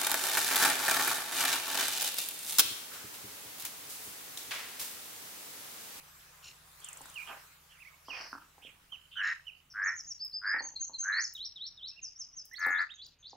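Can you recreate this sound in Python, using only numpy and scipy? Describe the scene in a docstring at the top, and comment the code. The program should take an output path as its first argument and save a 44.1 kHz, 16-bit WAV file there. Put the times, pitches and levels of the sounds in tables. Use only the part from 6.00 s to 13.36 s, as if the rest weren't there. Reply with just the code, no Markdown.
"""Ducklings give arched, gliding and hoarse peeps in a plastic tub, with taps and scrapes on its wall.
A songbird some way off whistles high gliding notes and throbs low buzzing trills that the yard echoes.
Bright noise bursts make snaps and a run of even ticks; drifting sines hum as a distant motor.
Coloured noise makes the quiet yard and a broad hiss that swells briefly, then fades away."""
import sys
import numpy as np
from scipy import signal
from scipy.fft import rfft, irfft
from scipy.io import wavfile
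from scipy.ndimage import uniform_filter1d

SR = 44100
rng = np.random.default_rng(int(sys.argv[2]) if len(sys.argv) > 2 else 0)


def persist_wave(psi):
    """Save psi, clipped to +-1, as 16-bit WAV."""
    counts = np.round(np.clip(psi, -1, 1) * 32767).astype(np.int16)
    wavfile.write(sys.argv[1], SR, np.atleast_2d(counts).T)


N = 324576  # length in samples


def ducklings():
    """Peeps, warbles and squeaks on the right and rasps in the centre, with the ring of tub and yard."""
    # arched peeps; the late ones near 6.5 and 6.9 s are probably the songbird's:
    # top t/s, start f/Hz, top f/Hz, fall/s, end f/Hz, level before pan/dB, hoarseness/rad
    arches = [(0.841, 3310, 3310, 0.1, 1940, -56.5, 1.2), (1.28, 2423, 3026, 0.055, 2266, -50, 1.4),
              (1.716, 3000, 3070, .07, 2150, -62, 0.96), (1.813, 2056, 2750, 0.026, 2090, -53.5, .3),
              (1.876, 1950, 2290, 0.014, 2030, -50.5, .3), (2.644, 2564, 3213, 0.065, 2310, -51.5, 1.56),
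              (5.925, 2350, 2690, 0.024, 2590, -67.5, 0.23), (5.986, 2630, 2820, 0.015, 2320, -54, 0.12),
              (6.539, 1764, 2040, 0.014, 1860, -48, 0.23), (6.572, 3250, 4450, 0.011, 4270, -45.5, 0.42),
              (6.918, 2530, 3780, 0.015, 3580, -47.5, .3)]
    # warble falls from its top, then lifts: share of length, share of top pitch, relative level/dB
    warble = [(0, 0.71, -29), (.34, 1, -15), (.46, .88, 1), (.64, .74, 0), (.86, .78, 1), (1, .66, -9)]
    # when warbles come: t/s, length/s, top f/Hz, level before pan/dB
    warbles = [(1.111, .118, 3185, -45), (2.05, 0.117, 3293, -45.5)]
    # squeak creeps in, bursts out past its top, slides down: share of length, share of top pitch, level/dB
    squeak = [(0, .85, -30.5), (.36, 1, -22), (.44, 0.97, -2.5), (.8, .9, -3), (1, .78, -13.5)]
    # when squeaks come: t/s, length/s, top f/Hz, level before pan/dB
    squeaks = [(2.895, 0.065, 3255, -41.5), (3.126, 0.1, 3200, -39), (3.446, 0.058, 3133, -41.5)]
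    # hoarse rasps: t/s, length/s, starting pitch/Hz, level/dB
    rasps = [(0.424, .11, 1400, -55.5), (3.229, 0.12, 1360, -50.5)]

    out = np.zeros((2, N))
    calls = [peep(*row) for row in arches]
    calls += [(sung(warble, *row), 0.2) for row in warbles]
    calls += [(sung(squeak, *row), 0.2) for row in squeaks]
    for glide, hoarse in calls:
        start, sound = whistle(glide, octave_db=-29.5, flutter_db=2.5, hoarse=hoarse)
        add(out, start, sound, pan_db=-8)
    for s, *shape in rasps:
        add(out, s, rasp(*shape))
    return out + amp(-8) * echoes(out, t60=0.41, delay=0.0091, same=0.12)


def peep(top_s, from_hz, top_hz, fall_s, to_hz, db, hoarse):
    """The arch of a peep: pitch rounds off at the top and falls ever faster."""
    climb_s, bend = 0.022, 1.4
    up = np.linspace(-1, 0, 5)[:-1]
    down = np.linspace(0, 1, 9)
    climb_hz = top_hz + (from_hz - top_hz) * abs(up) ** bend
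    fall_hz = top_hz + (to_hz - top_hz) * down ** bend
    # loudest a fifth of the way down the fall
    shape_db = np.interp(np.r_[up, down], [-1, 0, 0.2, 1], [-9.5, -2.5, 0, -8.5])
    times = top_s + np.r_[climb_s * up, fall_s * down]
    return np.c_[times, np.r_[climb_hz, fall_hz], db + shape_db], hoarse


def rasp(length, hz, db):
    """A hoarse call: stacked harmonics of a sagging pitch, each blurred and fluttering on its own."""
    # second to fifth harmonic: mean level/dB
    harmonic_db = [1, -2, -1, -4]
    t = np.arange(0, length, 1 / SR)
    turn = 2 * np.pi * np.cumsum(hz * (1 - 0.34 * t)) / SR
    stack = np.zeros(len(t))
    for harmonic, g in enumerate(harmonic_db, start=2):
        flutter = amp(g + 4 * wobble(len(t), size=150))
        stack += flutter * np.sin(harmonic * turn + 1.3 * wobble(len(t), size=50))
    return amp(db) * np.sin(np.pi * (t / length) ** 0.65) * stack


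def whistle(rows, octave_db, flutter_db, hoarse):
    """A gliding near-sine with its octave; slow flutter of level and quick phase hoarseness blur it."""
    s, hz, db = np.transpose(rows)
    t = np.arange(s[0] - 0.005, s[-1] + 0.0025, 1 / SR)
    glide_hz = smooth(np.interp(t, s, hz), size=70)
    turn = 2 * np.pi * np.cumsum(glide_hz) / SR + hoarse * wobble(len(t), size=60)
    to_edge = np.minimum(t - t[0], t[-1] - t)
    edge = np.sin(np.pi / 2 * np.clip(to_edge / 0.0025, 0, 1)) ** 2  # 2.5 ms fades
    level_db = smooth(np.interp(t, s, db), size=70) + flutter_db * wobble(len(t), size=90)
    tone = np.sin(turn) + amp(octave_db) * np.sin(2 * turn)
    return t[0], np.sqrt(2) * amp(level_db) * edge * tone


def sung(shape, s, length, hz, db):
    """Fits a syllable to the time, length, pitch and level of one note."""
    return np.array(shape) * [length, hz, 1] + [s, 0, db]


def songbird():
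    """Gliding whistled notes and low trills from afar, blurred by echoes."""
    # notes under each syllable name: t/s, length/s, pitch/Hz, level/dB
    song = { "hook": [(3.825, 0.074, 6900, -41.5), (3.94, 0.07, 6890, -43), (4.05, .075, 6940, -41.5)],
            "pipe": [(4.192, 0.081, 5106, -36.5), (4.322, 0.067, 5018, -35.5), (4.45, 0.087, 5030, -38.5),
            (6.152, 0.03, 5670, -48.5), (6.325, .025, 5830, -51)], "chip": [(4.588, 0.021, 4386, -39),
            (4.758, 0.019, 4140, -37.5), (4.938, 0.031, 4090, -38.5)], "tick": [(3.705, 0.022, 5440, -51),
            (6.515, 0.028, 5690, -54.5), (6.708, 0.027, 6620, -52), (6.945, 0.02, 6460, -54.5),
            (7.192, 0.028, 6420, -63.5)], "crest": [(4.625, 0.065, 6820, -43), (4.8, 0.051, 6780, -37.5),
            (4.988, .06, 6717, -37)], "sweep": [(5.128, .127, 6976, -38)],
            "twirl": [(5.355, 0.12, 5734, -41), (5.562, 0.13, 5735, -42.5), (5.78, .125, 5650, -44.5)],
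            "drop": [(6.02, 0.068, 6490, -39), (6.186, 0.065, 6460, -40), (6.358, 0.07, 6480, -41)],
            "rise": [(6.752, 0.068, 5160, -45), (6.985, 0.065, 4940, -46.5), (7.23, .064, 5070, -48)],
            "slash": [(6.595, 0.058, 6620, -49), (6.817, 0.019, 7360, -55), (7.05, 0.029, 7000, -56),
            (7.3, 0.03, 6720, -55)], }
    # shape of each syllable: share of length, share of the note's pitch, relative level/dB
    syllables = { "hook": [(0, 0.72, -18), (.35, 0.97, -7), (.56, 0.97, -5.5), (.76, .85, -2),
                 (1, .775, -.5)], "pipe": [(0, 0.84, -27), (.28, .97, -2.5), (.55, 1, -2), (1, 1.01, -13)],
                 "chip": [(0, 1.07, -14), (.3, 1, 0.5), (.7, 1.01, -2.5), (1, 1.07, -15)],
                 "crest": [(0, .93, -8), (.3, .93, 4), (.65, 1, -2), (1, .89, -2.5)],
                 "sweep": [(0, 0.574, -5.5), (.49, .645, 1.5), (.8, 1, -1), (1, .73, 2.5)],
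                 "twirl": [(0, .67, -5.5), (.23, .53, -12.5), (.43, .645, 0.5), (.75, .76, -2),
                 (.84, 1, -0.5), (1, .91, -3)], "drop": [(0, 1, -21), (.2, 0.99, -4.5), (.52, .83, -1.5),
                 (.75, .785, -10.5), (1, .77, -12)], "rise": [(0, .69, -11.5), (.38, .69, -6),
                 (.55, .78, 0.5), (.9, 0.98, -9), (1, 0.92, -10.5)], "slash": [(0, 1, -5), (1, 0.53, -4.5)],
                 "tick": [(0, 1.03, -7), (1, .98, -3)], }
    # hoarseness of the rougher syllables/rad
    blurred = {"hook": .7, "rise": .8, "slash": .9, "tick": 1.2}
    # low trills: t/s, length/s, level before make-up gain/dB, start f/Hz, end f/Hz,
    # starting throb rate/Hz, pitch swing/Hz, buzz depth at start/rad and at end/rad, release/s
    trills = [(3.1487, 0.2, -32, 1360, 1810, 106, 135, 0.13, 0.75, 0.045),
              (3.731, 0.235, -32, 1360, 1810, 106, 135, 0.09, 0.83, 0.076),
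              (4.4086, 0.215, -32, 1340, 1810, 106, 135, .1, 0.87, 0.067),
              (5.0216, .22, -32, 1350, 1830, 106, 135, .1, 0.8, 0.058),
              (6.5723, 0.285, -30.5, 1712, 1702, 90, 30, .8, 0.8, 0.04)]

    high, low = np.zeros((2, 2, N))
    for name, notes in song.items():
        for note in notes:
            glide = sung(syllables[name], *note)
            add(high, *whistle(glide, octave_db=-60, flutter_db=2.5, hoarse=blurred.get(name, 0.24)))
    for s, *shape in trills:
        add(low, s, trill(*shape))
    high[1] = np.roll(high[1], 1)  # one sample late on the right: the notes sit a little to the left
    high = high + amp(-5.5) * echoes(high, t60=0.33, delay=0.004, same=0.43)
    return high + low + amp(-7) * echoes(low, t60=0.24, delay=0.004, same=0.25)


def trill(length, db, from_hz, to_hz, rate, swing_hz, buzz_from, buzz_to, release):
    """Throbbing low FM tone with a faster buzz; throbs slow and fill in only where the buzz grows."""
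    t = np.arange(0, length, 1 / SR)
    rise = np.sin(np.pi / 2 * t / length)
    grown = (buzz_to - buzz_from) * rise ** 2  # stays zero in the last trill, whose throb rate holds

    beat = 2 * np.pi * np.cumsum(rate * (1 - 0.3 * grown)) / SR + 0.14 * wobble(len(t), size=500)
    pulse = np.cos(beat - 0.55 * np.cos(beat))  # lopsided: builds and cuts off
    hz = from_hz + (to_hz - from_hz) * rise + swing_hz * pulse
    throb = (0.56 + 0.44 * pulse) ** (1.3 - 0.7 * buzz_from - 1.3 * grown)
    throb *= amp(1.5 * wobble(len(t), size=200))

    # the buzz rate arches over the trill and swings with each throb
    spread = (0.55 + 0.45 * np.sin(np.pi * t / length) ** 0.4) * (1 + 0.35 * np.sin(beat))
    shake = (buzz_from + grown) * np.sin(2 * np.pi * np.cumsum(360 * spread) / SR)

    swell = np.clip(np.minimum(t / 0.068, (length - t) / release), 0, 1) ** 1.2  # 68 ms attack
    turn = 2 * np.pi * np.cumsum(hz) / SR + shake + 0.33 * wobble(len(t), size=36)
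    throat_low = signal.butter(2, 1100, "high", fs=SR, output="sos")
    throat_high = signal.butter(7, 2250, fs=SR, output="sos")
    voice = signal.sosfilt(np.r_[throat_low, throat_high], swell * throb * np.sin(turn))
    return amp(db + 6.5) * voice  # with make-up gain


def tub():
    """Taps of feet and bills and grainy scrapes on the plastic wall, with its echoing ring."""
    # taps: t/s, main ring gain/dB, main ring f/Hz
    taps = [(1.007, -26.5, 850), (1.055, -33.5, 1440), (2.083, -22.5, 1020), (2.3285, -18, 1420),
            (2.3505, -22.5, 1300), (2.58, -34, 786), (2.649, -36.5, 470), (2.924, -36, 1150),
            (4.543, -21, 867), (4.605, -22.5, 860), (4.663, -33.5, 893), (4.895, -31.5, 937),
            (6.665, -16, 836), (7.331, -28, 784)]
    # scrapes, and at 3.104 s a faint, breathy lead-in peep near 3 kHz:
    # t/s, length/s, level/dB, centre f/Hz, width/Hz
    scrapes = [(1.259, 0.13, -47, 1220, 1190), (2.036, 0.38, -52, 5140, 1570),
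               (2.072, .28, -50, 1420, 1630), (2.104, 0.16, -48, 2620, 1080), (3.104, 0.11, -52, 3100, 900)]
    out = np.zeros((2, N))
    for s, db, hz in taps:
        add(out, s, amp(db) * tap(hz), pan_db=-1.5)
    for s, length, db, hz, width in scrapes:
        add(out, s, amp(db) * scrape(length, hz, width))
    return out + amp(-2) * echoes(out, t60=0.33, delay=0.0044, same=0.77)


def tap(hz):
    """A struck wall rings in decaying modes: the main one, one below it and a low one."""
    # low mode of the wall: f/Hz, level/dB, t60/s
    wall_mode = [(289, -26, 0.046)]
    t = np.arange(4000) / SR
    modes = [(hz, 0, 0.01), (0.72 * hz, -6, 0.01)] + wall_mode
    ring = sum(amp(g - 60 * t / t60) * np.sin(2 * np.pi * f * t) for f, g, t60 in modes)
    return ring * np.minimum(t / 0.002, 1) ** 2  # 2 ms onset


def scrape(length, hz, width):
    """Grainy, breathy noise in one band under a single stroke."""
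    size = round(length * SR)
    grain_db = 2.7 * evened(uniform_filter1d(rng.standard_normal(size), size=150))
    grains = rng.standard_normal((2, size)) * amp(grain_db)
    grains[1] = 0.73 * grains[0] + 0.93 * grains[1]  # partly alike in both channels
    band = 1 / (1 + ((np.fft.rfftfreq(size, 1 / SR) - hz) / (width / 2)) ** 4)
    stroke = np.sin(np.pi * np.linspace(0, 1, size) ** 0.7) ** 2
    return stroke * evened(irfft(rfft(grains) * band, size))


def snaps():
    """Bright snaps of bills and droplets: high-passed noise bursts with a fizzy tail."""
    # snaps: t/s, gain/dB
    snap_times = [(4.2479, -39), (5.336, -38), (6.453, -40), (6.533, -43.5), (6.594, -43.5),
                  (6.6638, -32.5), (7.064, -50.5)]
    out = np.zeros((2, N))
    t = np.arange(9000) / SR
    high = signal.butter(2, 10500, "high", fs=SR, output="sos")
    decay = amp(-60 * t / 0.02) + amp(-19 - 60 * t / 0.35)
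    for s, db in snap_times:
        burst = rng.standard_normal((2, len(t))) * decay
        add(out, s, amp(db) * np.minimum(t / 0.002, 1) * signal.sosfilt(high, burst))
    return out


def ticks():
    """A run of even treble ticks: band-passed noise bursts with a fizzy tail."""
    # gain along the run: t/s, gain/dB
    tick_gain = [(.67, -93), (.84, -29.5), (.94, -34.5), (1.28, -49)]
    first_s, gap_s = 0.6749, 0.0424
    out = np.zeros((2, N))
    t = np.arange(9000) / SR
    band = signal.butter(3, [6700, 9500], "band", fs=SR, output="sos")
    decay = amp(-60 * t / 0.025) + amp(-13 - 60 * t / 0.16)
    for s in first_s + gap_s * np.arange(15):
        burst = rng.standard_normal((2, len(t))) * decay
        gain_db = np.interp(s, *np.transpose(tick_gain))
        add(out, s, amp(gain_db) * signal.sosfilt(band, burst))
    return out


def motor():
    """Orders of a far motor: sines wavering in pitch, the higher ones fading faster."""
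    # orders: mean f/Hz, starting peak level/dB
    orders = [(40, -75), (77, -71.5), (140, -74), (164, -72.5)]
    t = np.arange(N) / SR
    hum = np.zeros(N)
    for hz, db in orders:
        drift = evened(uniform_filter1d(rng.standard_normal(N), size=6000))
        turn = 2 * np.pi * np.cumsum(hz * (1 + 0.015 * drift)) / SR
        hum += amp(db - 0.012 * hz * t) * np.sin(turn)
    return hum


def hiss():
    """Broad, wide noise that swells briefly and then fades away."""
    # colour: f/Hz, relative density/dB
    colour = [(180, -37.5), (300, -16), (720, -9), (1220, -2.5), (2170, -7.5), (2830, -9.5), (15500, -12.5)]
    # fade: t/s, level/dB
    fade = [(0, -55.5), (.65, -58.5), (.9, -54), (1.3, -53.5), (1.6, -61), (2.7, -64), (3.5, -69),
            (4.5, -78), (7.4, -89)]
    level_db = np.interp(np.arange(N) / SR, *np.transpose(fade))
    return amp(level_db) * noise(colour, same=0.15, patchy_db=2.3)


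def yard():
    """Steady quiet air of the yard: mostly low noise, nearly alike in both channels."""
    # colour: f/Hz, relative density/dB
    colour = [(15, -42), (25, -7.5), (96, -7.5), (443, -21), (1830, -21.5), (2300, -22), (2990, -18.5),
              (6500, -45)]
    return amp(-73) * noise(colour, same=0.97, patchy_db=2.5)


def noise(spectrum, same, patchy_db):
    """Two channels of rms-1 coloured noise with drifting patches, built from random spectra."""
    hz = np.fft.rfftfreq(1024, 1 / SR)
    a, b, c, d, patches = rng.standard_normal((N // 256 + 5, 513, 5)).T
    patches = evened(uniform_filter1d(uniform_filter1d(patches, size=14, axis=0), size=10, axis=1))
    f, db = np.transpose(spectrum)
    left = a + 1j * b
    right = same * left + np.sqrt(1 - same ** 2) * (c + 1j * d)
    colour_db = np.interp(np.log(hz + 1), np.log(f), db)[:, None]
    z = np.array([left, right]) * amp(colour_db + patchy_db * patches)
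    return evened(signal.istft(z, nperseg=1024, noverlap=768)[1][:, :N])


def echoes(x, t60, delay, same):
    """A dying tail of sparse reflections, partly alike in both channels."""
    t = np.arange(SR // 2) / SR
    taps = rng.standard_normal((2, len(t))) * (rng.random((2, len(t))) < 0.1)
    taps[1] = same * taps[0] + np.sqrt(1 - same ** 2) * taps[1]
    taps *= amp(-60 * t / t60) * (t > delay)
    flutter = amp(2.8 * wobble(N, size=130))  # a slow random flutter of level roughens the tail
    return flutter * signal.fftconvolve(x, taps / np.linalg.norm(taps[0]), axes=1)[:, :N]


def add(mix, s, sound, pan_db=0):
    """Lays a sound into both channels at time s; a negative pan leans right."""
    part = mix[:, max(round(s * SR), 0):][:, :sound.shape[-1]]
    part += sound[..., :part.shape[1]] * amp([[pan_db / 2], [-pan_db / 2]])


def amp(db):
    """Decibels to gain."""
    return 10 ** (np.asarray(db) / 20)


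def evened(x):
    """Scales to rms 1."""
    return x / np.sqrt(np.mean(x ** 2) + 1e-20)


def smooth(x, size):
    """Three running means in a row: a steep low-pass."""
    return uniform_filter1d(uniform_filter1d(uniform_filter1d(x, size), size), size)


def wobble(count, size):
    """Smoothed random motion of rms 1, slower for a larger size in samples."""
    return evened(smooth(rng.standard_normal(count), size))


def scene():
    """All sources at the microphone."""
    return ducklings() + songbird() + tub() + snaps() + ticks() + motor() + hiss() + yard()


def record(dry):
    """The band limit of the recorder: a steep low-pass at 15.8 kHz."""
    lowpass = signal.firwin(511, 15800, window=("kaiser", 9), fs=SR)
    return signal.oaconvolve(dry, lowpass[None], "same")


dry = scene()
out = record(dry)
persist_wave(out)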